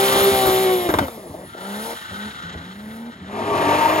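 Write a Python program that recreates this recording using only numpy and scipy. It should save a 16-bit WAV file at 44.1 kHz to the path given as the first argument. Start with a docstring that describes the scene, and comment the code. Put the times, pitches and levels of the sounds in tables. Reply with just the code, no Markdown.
"""A turbocharged straight-six drifts past close by at full revs, lifts off with three exhaust bangs and slides
away on stabs of throttle. Its firings ring the pipe and chop the gas rasp; unburnt fuel cracks and pops, the
turbo whistles, the spinning rear tyres scrub. Then two more cars fade in, with a tyre squealing as its tread
sticks and slips. Open race track, heard in stereo."""
import sys
import numpy as np
from scipy import signal
from scipy.fft import rfft, irfft, next_fast_len
from scipy.io import wavfile
from scipy.ndimage import map_coordinates

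SR = 44100
rng = np.random.default_rng(int(sys.argv[2]) if len(sys.argv) > 2 else 0)


def to_wav(sig):
    """Store sig (one row per channel, or 1-D mono) as 16-bit WAV at the path in sys.argv[1].

    Samples outside -1..1 are clipped; the rate is SR.
    """
    pcm = np.clip(np.atleast_2d(sig), -1, 1) * 32767
    pcm = np.round(pcm).astype(np.int16)
    wavfile.write(sys.argv[1], SR, pcm.T)  # frames by channels


N = 176400

# distant track rumble (frequency [Hz], gain [dB])
RUMBLE_EQ = [(15, -45), (30, -16), (70, -1.5), (120, -3), (230, 0.5), (400, -10), (900, -23), (2000, -13),
             (5000, -61), (16000, -66)]
# six- and eight-cylinder orders, repeating from each multiple of the firing rate (gain [dB])
SIX_ORDERS = [1.5, -7, -2.5, -6.5, -3.5, -9]
EIGHT_ORDERS = [4.5, -26, 0, -15, -32, -2.5, -4, -4.5]
# following cars (time [s], firing rate [Hz], level [dB])
CHASER_REVS = [(3.35, 199, -40), (3.5, 235, -27.5), (3.6, 280, -23), (3.7, 293, -18.5), (3.85, 317, -22.5),
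               (4, 310, -18.5)]
LEADER_REVS = [(3.22, 400.7, -62), (3.35, 407.7, -31), (3.55, 409.8, -24.5), (3.75, 413.7, -29.5),
               (4, 426, -41)]
# their pipes and tyre roar (frequency [Hz], gain [dB])
FAR_PIPE_EQ = [(40, -40), (105, -1), (200, -2), (310, 4), (420, 1), (520, -8.5), (630, 6.5), (800, -4),
               (1200, -4.5), (1600, -17), (2500, -27.5), (6000, -40)]
ROAR_EQ = [(30, -7), (90, -11), (250, -10.5), (500, 0), (750, 1), (950, -1), (1200, 0), (1500, -3.5),
           (2000, -6.5), (3200, -11), (5000, -22.5), (8000, -23.5), (12000, -27), (16000, -41)]
# their tyre roar (time [s], level [dB])
ROAR_DB = [(3.24, -53.5), (3.33, -35), (3.45, -30.5), (3.6, -23.5), (3.75, -20.5), (3.86, -20), (4, -22.5)]
# their tyre squeal (time [s], pitch [Hz], level [dB])
SQUEAL_NOTE = [(3.3, 904, -50), (3.4, 930, -29), (3.56, 924, -28), (3.62, 923, -21.5), (3.68, 926, -20),
               (3.72, 927, -15.5), (3.78, 925, -20), (3.825, 910, -14), (3.845, 915, -19),
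               (3.864, 926, -10.5), (3.89, 935, -26), (3.93, 933, -28), (3.98, 918, -20)]
# drifting car: tyre scrub and intake air (time [s], level [dB])
SCRUB_DB = [(0, -22.5), (.7, -34.5), (1.1, -60), (1.35, -76), (1.47, -48.5), (1.65, -37.5), (2.0, -36),
            (2.2, -36), (2.43, -36.5), (2.6, -40.5), (2.85, -46), (3.2, -46)]
INTAKE_DB = [(0, -22.5), (.54, -26), (.95, -37), (1.18, -46), (1.56, -52.5), (1.62, -44), (1.89, -34.5),
             (2.06, -49), (2.2, -46), (2.54, -59.5), (2.97, -48.5), (3.2, -67), (3.4, -69)]
# scrub and intake spectra (frequency [Hz], gain [dB])
SCRUB_EQ = [(200, -38), (700, -7), (1100, -6), (1300, 8.5), (1500, 10), (1680, -2.5), (1850, 4.5),
            (2500, -11), (3100, -0.5), (3900, -2), (4800, -15.5), (8000, -16), (16000, -70)]
INTAKE_EQ = [(300, -28), (1200, -15), (2100, -4.5), (3500, 5.5), (5000, -0.5), (6500, -0.5), (9000, 3.5),
             (12000, 3.5), (14000, -3.5), (16000, 1)]
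# rear tyre note and turbo whistle (time [s], pitch [Hz], relative level [dB])
SCRUB_NOTE = [(1.5, 1367, -50), (1.7, 1395, -45), (2.0, 1458, -53), (2.12, 1470, -41), (2.2, 1490, -38.5),
              (2.33, 1450, -45), (2.44, 1470, -38), (2.52, 1490, -48), (2.62, 1440, -47), (2.75, 1400, -62)]
TURBO_NOTE = [(0, 14600, -24), (.15, 13900, -19), (.25, 12950, -27), (.5, 12100, -27), (.8, 11570, -30),
              (1.02, 12120, -41.5), (1.35, 10400, -57), (1.48, 10170, -51), (1.58, 9730, -57),
              (1.68, 9627, -51), (1.88, 10560, -40), (2.05, 10000, -71.5), (2.16, 9640, -51),
              (2.28, 10400, -58), (2.4, 9400, -85), (2.75, 9500, -85), (2.84, 9960, -62), (3.0, 10750, -67),
              (3.1, 11500, -66), (3.25, 10580, -76)]
# exhaust bangs (time [s], crackle level [dB], length [s], crack level [dB])
BANG_EVENTS = [(.125, -24.5, 0.085, -20), (0.453, -22, 0.056, -15), (0.8904, -17, 0.016, 3),
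               (0.94, -16.5, 0.0088, 9), (0.9871, -9, 0.0042, 7.5), (1.081, -26.5, 0.0039, -24),
               (1.93, -29.5, 0.0027, -17)]
# overrun pops in the silencer (time [s], level [dB], length [s])
POP_EVENTS = [(1.174, -34, .022), (1.232, -39, .045), (1.34, -32, .012), (1.385, -41, .03),
              (1.43, -38, .022), (1.546, -31, .006), (2.11, -40, .004), (2.548, -32.5, .005)]
# low puffs of unburnt fuel (time [s], level [dB])
PUFF_EVENTS = [(.12, -35), (.2, -35), (.31, -25), (0.459, -29), (.945, -22.5), (0.998, -21), (1.29, -33),
               (2.11, -39), (2.25, -40), (2.44, -41), (2.55, -33), (3.211, -36)]
# bang, pop and puff spectra (frequency [Hz], gain [dB])
BANG_EQ = [(30, 5), (90, -1.5), (220, -4.5), (350, 8), (550, -0.5), (720, 0.5), (860, -1.5), (1000, 0),
           (1160, -0.5), (1350, -1), (1560, 0), (1750, -13), (2000, -8), (2600, -21), (3200, -19.5),
           (3650, -8.5), (4200, -26.5), (6600, -24.5), (10000, -26.5), (16000, -27)]
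POP_EQ = [(30, -30), (150, -15), (320, 9.5), (440, 5), (600, 10.5), (800, -5), (1050, -17), (1400, -22),
          (3000, -38), (8000, -40)]
PUFF_EQ = [(15, -45), (30, -13), (50, -7), (85, 11), (140, -12), (280, 2), (600, -29), (1500, -47)]
# straight-six speed (time [s], firing rate [Hz])
FIRING_HZ = [(0, 392), (.28, 395), (.5, 379), (.62, 379), (.75, 369), (.87, 352), (.93, 297), (1.0, 305),
             (1.08, 247), (1.22, 198), (1.33, 141), (1.41, 190), (1.55, 176), (1.68, 198), (1.75, 204),
             (1.86, 226), (1.94, 236), (2.11, 188), (2.22, 206), (2.3, 215), (2.44, 162), (2.5, 177),
             (2.6, 165), (2.8, 208), (3.09, 238), (3.21, 178), (3.3, 200), (3.45, 237)]
# throttle spells, one list per stab (time [s], relative tone level [dB], bark level [dB])
PASS_DB = [(0.0, -24.5, -22.5), (0.03, -20, -18.5), (0.088, -27.5, -19), (0.145, -31, -17.5),
           (0.266, -14.5, -18), (.302, -16.5, -20), (0.33, -24.5, -18.5), (0.45, -26, -20),
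           (0.508, -18, -20.5), (0.76, -19, -23.5), (0.84, -31, -26), (0.87, -22.5, -24.5)]
LIFT_DB = [(.88, -28, -29), (1.039, -27, -28), (1.071, -44, -39), (1.13, -48, -41.5), (1.25, -55, -43),
           (1.451, -47, -44)]
STABS_DB = [
    [(1.57, -49, -40.5), (1.69, -32.5, -35.5), (1.84, -35, -36), (1.875, -54, -31.5), (1.935, -43, -34.5)],
    [(2.115, -39, -43), (2.23, -34, -44), (2.29, -37, -43)],
    [(2.44, -37, -52), (2.52, -41, -46.5), (2.64, -40.5, -50), (2.85, -37, -48), (3.1, -32.5, -44)],
]
LAST_STAB_DB = [(3.21, -40.5, -81), (3.3, -36.5, -40), (3.45, -36, -36)]
# tone at twice the firing rate (time [s], level re bark [dB])
OCTAVE_DB = [(0, -0.5), (.15, -28), (.3, -14), (.39, 0), (.6, -9), (.88, -5), (1.1, -4), (1.6, -7.5)]
# pipe from beside, pipe from behind, gas rasp (frequency [Hz], gain [dB])
PIPE_BESIDE_EQ = [(30, -35), (70, -8), (130, -8), (200, 3.5), (300, -6), (390, -3), (520, 4.5), (650, 3),
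                  (780, -3.5), (950, -4), (1300, -5), (1550, -16), (1850, -9.5), (2250, -9), (2700, -19),
                  (3000, -9), (3500, -8), (4400, -16)]
PIPE_BEHIND_EQ = [(30, -35), (130, -7), (210, -3.5), (350, -1), (480, 4), (700, 4), (930, 4.5),
                  (1150, -10.5), (1400, -9), (1650, -13), (2000, -11.5), (2600, -6)]
RASP_EQ = [(30, -43), (80, -43), (250, 10.5), (600, 10.5), (1100, -1.5), (1600, -53), (2100, 10),
           (2700, -39), (3500, -4.5), (5000, -23), (9000, -31.5), (16000, -47)]
# phase between left and right (frequency [Hz], left lead [rad])
STEREO_PHASE_RAD = [(0, 0), (400, 0.34), (1200, 1.5), (1600, 4.5), (2200, 5), (3300, 8), (4500, 7.5),
                    (6000, 8), (8270, 3), (16000, -5.5)]
# balance between left and right (frequency [Hz], left minus right [dB])
STEREO_TILT_DB = [(60, 0), (250, -0.2), (450, .4), (750, 3), (1050, 6), (1550, 2), (2000, 2), (3200, -1),
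                  (5200, -3.5), (6500, -0.5), (16000, 0.5)]
# scattered sound (frequency [Hz], gain [dB])
SCATTER_EQ = [(100, -35), (400, -23), (800, -5.5), (1500, -11), (3000, -13.5), (5500, -5.5), (8000, -45),
              (16000, -21)]


def amp(db):
    """dB to gain."""
    return 10 ** (np.asarray(db) / 20)


def unit(x):
    """Scale to rms 1."""
    return x / np.sqrt(np.mean(x ** 2) + 1e-20)


def along(points, hz):
    """Interpolate (Hz, value) points on a log axis."""
    f, v = np.transpose(points)
    return np.interp(np.log(hz + 1), np.log(f + 1), v)


def clock():
    """Sample times [s]."""
    return np.arange(N) / SR


def curves(rows):
    """Per-sample curve for each column after the time."""
    time_s, *cols = np.transpose(rows)
    return [np.interp(clock(), time_s, c) for c in cols]


def wobble(knots_per_s):
    """Smooth random curve."""
    return map_coordinates(rng.standard_normal(8192), [np.arange(N) * knots_per_s / SR], mode="wrap")


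def filtered(x, response):
    """Apply a complex frequency response."""
    m = next_fast_len(N + SR // 2)
    return irfft(rfft(x, m) * response(np.fft.rfftfreq(m, 1 / SR)), m)[..., :N]


def ring(x, eq, size=4096):
    """Minimum-phase filter of unit energy."""
    cepstrum = irfft(np.log(amp(along(eq, np.fft.rfftfreq(size, 1 / SR)))))
    cepstrum[1:size // 2] *= 2
    cepstrum[size // 2 + 1:] = 0
    impulse = irfft(np.exp(rfft(cepstrum)))
    return signal.fftconvolve(x, impulse / np.linalg.norm(impulse))[:N]


def noise(eq):
    """Coloured noise, rms 1."""
    return unit(filtered(rng.standard_normal(N), lambda hz: amp(along(eq, hz))))


def gate(start_s, end_s, rise_s, fall_s):
    """Linear rise ending at start_s, hold to end_s, exponential fall."""
    t = clock()
    return np.clip((t - start_s) / rise_s + 1, 0, 1) * np.exp(-np.maximum(t - end_s, 0) / fall_s)


def phase_rad(hz):
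    """Running phase of a changing frequency."""
    return 2 * np.pi * np.cumsum(hz) / SR


def orders(firing_hz, pattern_db, pipe_eq, count, flutter_db=3.5):
    """Harmonics of the two-revolution cycle glide through pipe resonances, each fluttering alone."""
    cycle_hz = firing_hz / len(pattern_db)
    phase, out = phase_rad(cycle_hz), np.zeros(N)
    knots_s = np.linspace(0, N / SR, 160)
    for k in range(1, count + 1):
        slot = k % len(pattern_db)
        flutter = np.interp(clock(), knots_s, rng.standard_normal(len(knots_s)))
        lag_rad = rng.uniform(0, 2 * np.pi) * (slot > 0)  # firing harmonics stay in phase
        level_db = pattern_db[slot] + along(pipe_eq, k * cycle_hz) + flutter_db * flutter
        out += amp(level_db) * np.sin(k * phase + lag_rad)
    return unit(out)


def track_rumble():
    """Distant track: low, slowly wavering noise."""
    return amp(-44.5 + 3.0 * wobble(7.22)) * noise(RUMBLE_EQ)


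def following_cars(whistle_hz=14600, whistle_re_roar_db=-13):
    """Two engines and a turbo whistle swell in over the roar of sliding tyres."""
    whistle = np.sin(phase_rad(whistle_hz * (1 + 0.014 * wobble(900))))
    whistle *= amp(whistle_re_roar_db) * gate(3.93, 5.5, 0.46, 1)
    roar_gain = amp(curves(ROAR_DB)[0] + 1.07 * wobble(110)) * gate(ROAR_DB[0][0], 4, 0.064, 1)
    out = roar_gain * (noise(ROAR_EQ) + whistle)
    for revs, pattern_db in [(CHASER_REVS, SIX_ORDERS), (LEADER_REVS, EIGHT_ORDERS)]:
        firing_hz, level_db = curves(revs)
        engine = orders(firing_hz * (1 + 0.00298 * wobble(40)), pattern_db, FAR_PIPE_EQ, count=24)
        out += amp(level_db) * engine * gate(revs[0][0], 3.5, 0.043, 1)
    return out


def tyre_yelp(pitch_hz=1144, level_db=-25):
    """A tyre catches briefly: one short, high note."""
    note = np.sin(phase_rad(pitch_hz * (1 + 0.01174 * wobble(150))))
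    return amp(level_db) * gate(3.52, 3.565, 0.022, 0.0052) * note


def tyre_squeal(octave_db=-24, flutter_db=1.8):
    """Tread stick-slip: an unsteady note with a weak octave."""
    pitch_hz, level_db = curves(SQUEAL_NOTE)
    phase = phase_rad(pitch_hz * (1 + .005 * wobble(120)))
    note = np.sin(phase) + amp(octave_db) * np.sin(2 * phase)
    return amp(level_db + flutter_db * wobble(70)) * note * gate(SQUEAL_NOTE[0][0], 5.4, .03, 1)


def tyre_scrub(judder_db=3.5):
    """Spinning rubber judders on asphalt: noise and a hoarse, wavering note."""
    pitch_hz, level_db = curves(SCRUB_NOTE)
    phase = phase_rad(pitch_hz * (1 + .024 * wobble(220)))
    note = amp(level_db + 4 + judder_db * wobble(58)) * np.sin(phase)
    note *= gate(SCRUB_NOTE[0][0], SCRUB_NOTE[-1][0], 0.025, 0.051)
    return note + amp(curves(SCRUB_DB)[0] + 2.06 * wobble(70)) * noise(SCRUB_EQ)


def turbo():
    """Intake air rush and a thin, breathy compressor whistle."""
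    pitch_hz, level_db = curves(TURBO_NOTE)
    phase = phase_rad(pitch_hz * (1 + .012 * wobble(1100)))
    whistle = amp(level_db - 3 + 4 * wobble(45)) * np.sin(phase)
    return whistle + amp(curves(INTAKE_DB)[0] + 0.83 * wobble(62.24)) * noise(INTAKE_EQ)


def backfires(rise_s=0.00087, bang_fall_s=0.0049, pop_fall_s=0.0042, puff_fall_s=0.027):
    """Fuel ignites in the pipe: sharp cracks with crackle, muffled pops, low puffs."""
    cracks, crackle_gain, pop_gain, puff_gain = np.zeros((4, N))
    for at_s, crackle_db, length_s, crack_db in BANG_EVENTS:
        cracks[round(at_s * SR)] = amp(crack_db)
        crackle_gain += amp(crackle_db) * gate(at_s + rise_s, at_s + length_s, rise_s, bang_fall_s)
    for at_s, level_db, length_s in POP_EVENTS:
        pop_gain += amp(level_db) * gate(at_s + rise_s, at_s + length_s, rise_s, pop_fall_s)
    for at_s, level_db in PUFF_EVENTS:
        puff_gain += amp(level_db) * gate(at_s + 0.0087, at_s + 0.014, 0.0039, puff_fall_s)
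    bangs = ring(cracks + crackle_gain * rng.standard_normal(N), BANG_EQ)
    return bangs + pop_gain * noise(POP_EQ) + puff_gain * noise(PUFF_EQ)


def throttle(rise_s=0.0083, fall_s=0.013, coasting_db=-55):
    """Tone and bark gains over the throttle spells; a faint bark remains with the throttle shut."""
    tone_gain, bark_gain = np.zeros(N), np.full(N, amp(coasting_db))
    for spell in [PASS_DB, LIFT_DB, *STABS_DB, LAST_STAB_DB]:
        opening = gate(spell[0][0], spell[-1][0], rise_s, fall_s)
        tone_db, bark_db = curves(spell)
        tone_gain = np.maximum(tone_gain, opening * amp(tone_db))
        bark_gain = np.maximum(bark_gain, opening * amp(bark_db))
    return tone_gain, bark_gain


def exhaust(tone_trim_db=2.5, rasp_re_bark_db=-13, chop_depth=0.38, turn_mid_s=1.4, turn_span_s=0.24):
    """Straight-six: firing tone, bark through the pipe, gas rasp chopped by the firings."""
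    firing_hz = curves(FIRING_HZ)[0] * (1 + .0025 * wobble(45))
    phase = phase_rad(firing_hz)
    tone = np.sin(phase) * amp(tone_trim_db + 1.9 * wobble(50))
    octave = amp(curves(OCTAVE_DB)[0] + 0.5 * wobble(30)) * np.sin(2 * phase)
    beside = orders(firing_hz, SIX_ORDERS, PIPE_BESIDE_EQ, count=66)
    behind = orders(firing_hz, SIX_ORDERS, PIPE_BEHIND_EQ, count=60)
    turned = np.clip((clock() - turn_mid_s) / turn_span_s + .5, 0, 1)  # car turns away
    bark = np.sqrt(1 - turned) * beside + np.sqrt(turned) * behind
    rasp = unit(noise(RASP_EQ) * (1 + chop_depth * np.cos(phase)) * amp(2.2 * wobble(130)))
    tone_gain, bark_gain = throttle()
    return tone_gain * tone + bark_gain * (bark + amp(rasp_re_bark_db) * rasp + octave)


def in_stereo(x, rt60_s=0.28):
    """Direct sound spread to left and right, plus scatter from asphalt and tyre walls."""
    t = np.arange(SR // 2) / SR
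    tail = rng.standard_normal((2, len(t))) * amp(-60 * t / rt60_s) * (t > .003)
    wet = signal.fftconvolve(x[None], tail / np.linalg.norm(tail[0]), axes=1)[:, :N]
    scatter = filtered(wet, lambda hz: amp(along(SCATTER_EQ, hz)))
    side = np.array([[.5], [-.5]])  # left, right
    direct = filtered(x, lambda hz: np.exp(1j * side * np.interp(hz, *np.transpose(STEREO_PHASE_RAD))))
    return filtered(direct + scatter, lambda hz: amp(side * along(STEREO_TILT_DB, hz)))


def scene():
    """Three cars over the track rumble, in stereo."""
    rumble = track_rumble()
    drifting_car = exhaust() + backfires() + turbo() + tyre_scrub()
    followers = following_cars() + tyre_squeal() + tyre_yelp()
    return in_stereo(rumble + followers + drifting_car)


def record(dry, low_cut_hz=58, ceiling=.88, top_hz=15900):
    """Low cut, soft clip, band limit."""
    x = filtered(dry, lambda hz: hz ** 3 / np.hypot(hz ** 3, low_cut_hz ** 3))
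    x = x / (1 + np.abs(x / ceiling) ** 8) ** (1 / 8)
    return filtered(x, lambda hz: hz < top_hz)


dry = scene()
out = record(dry)
to_wav(out)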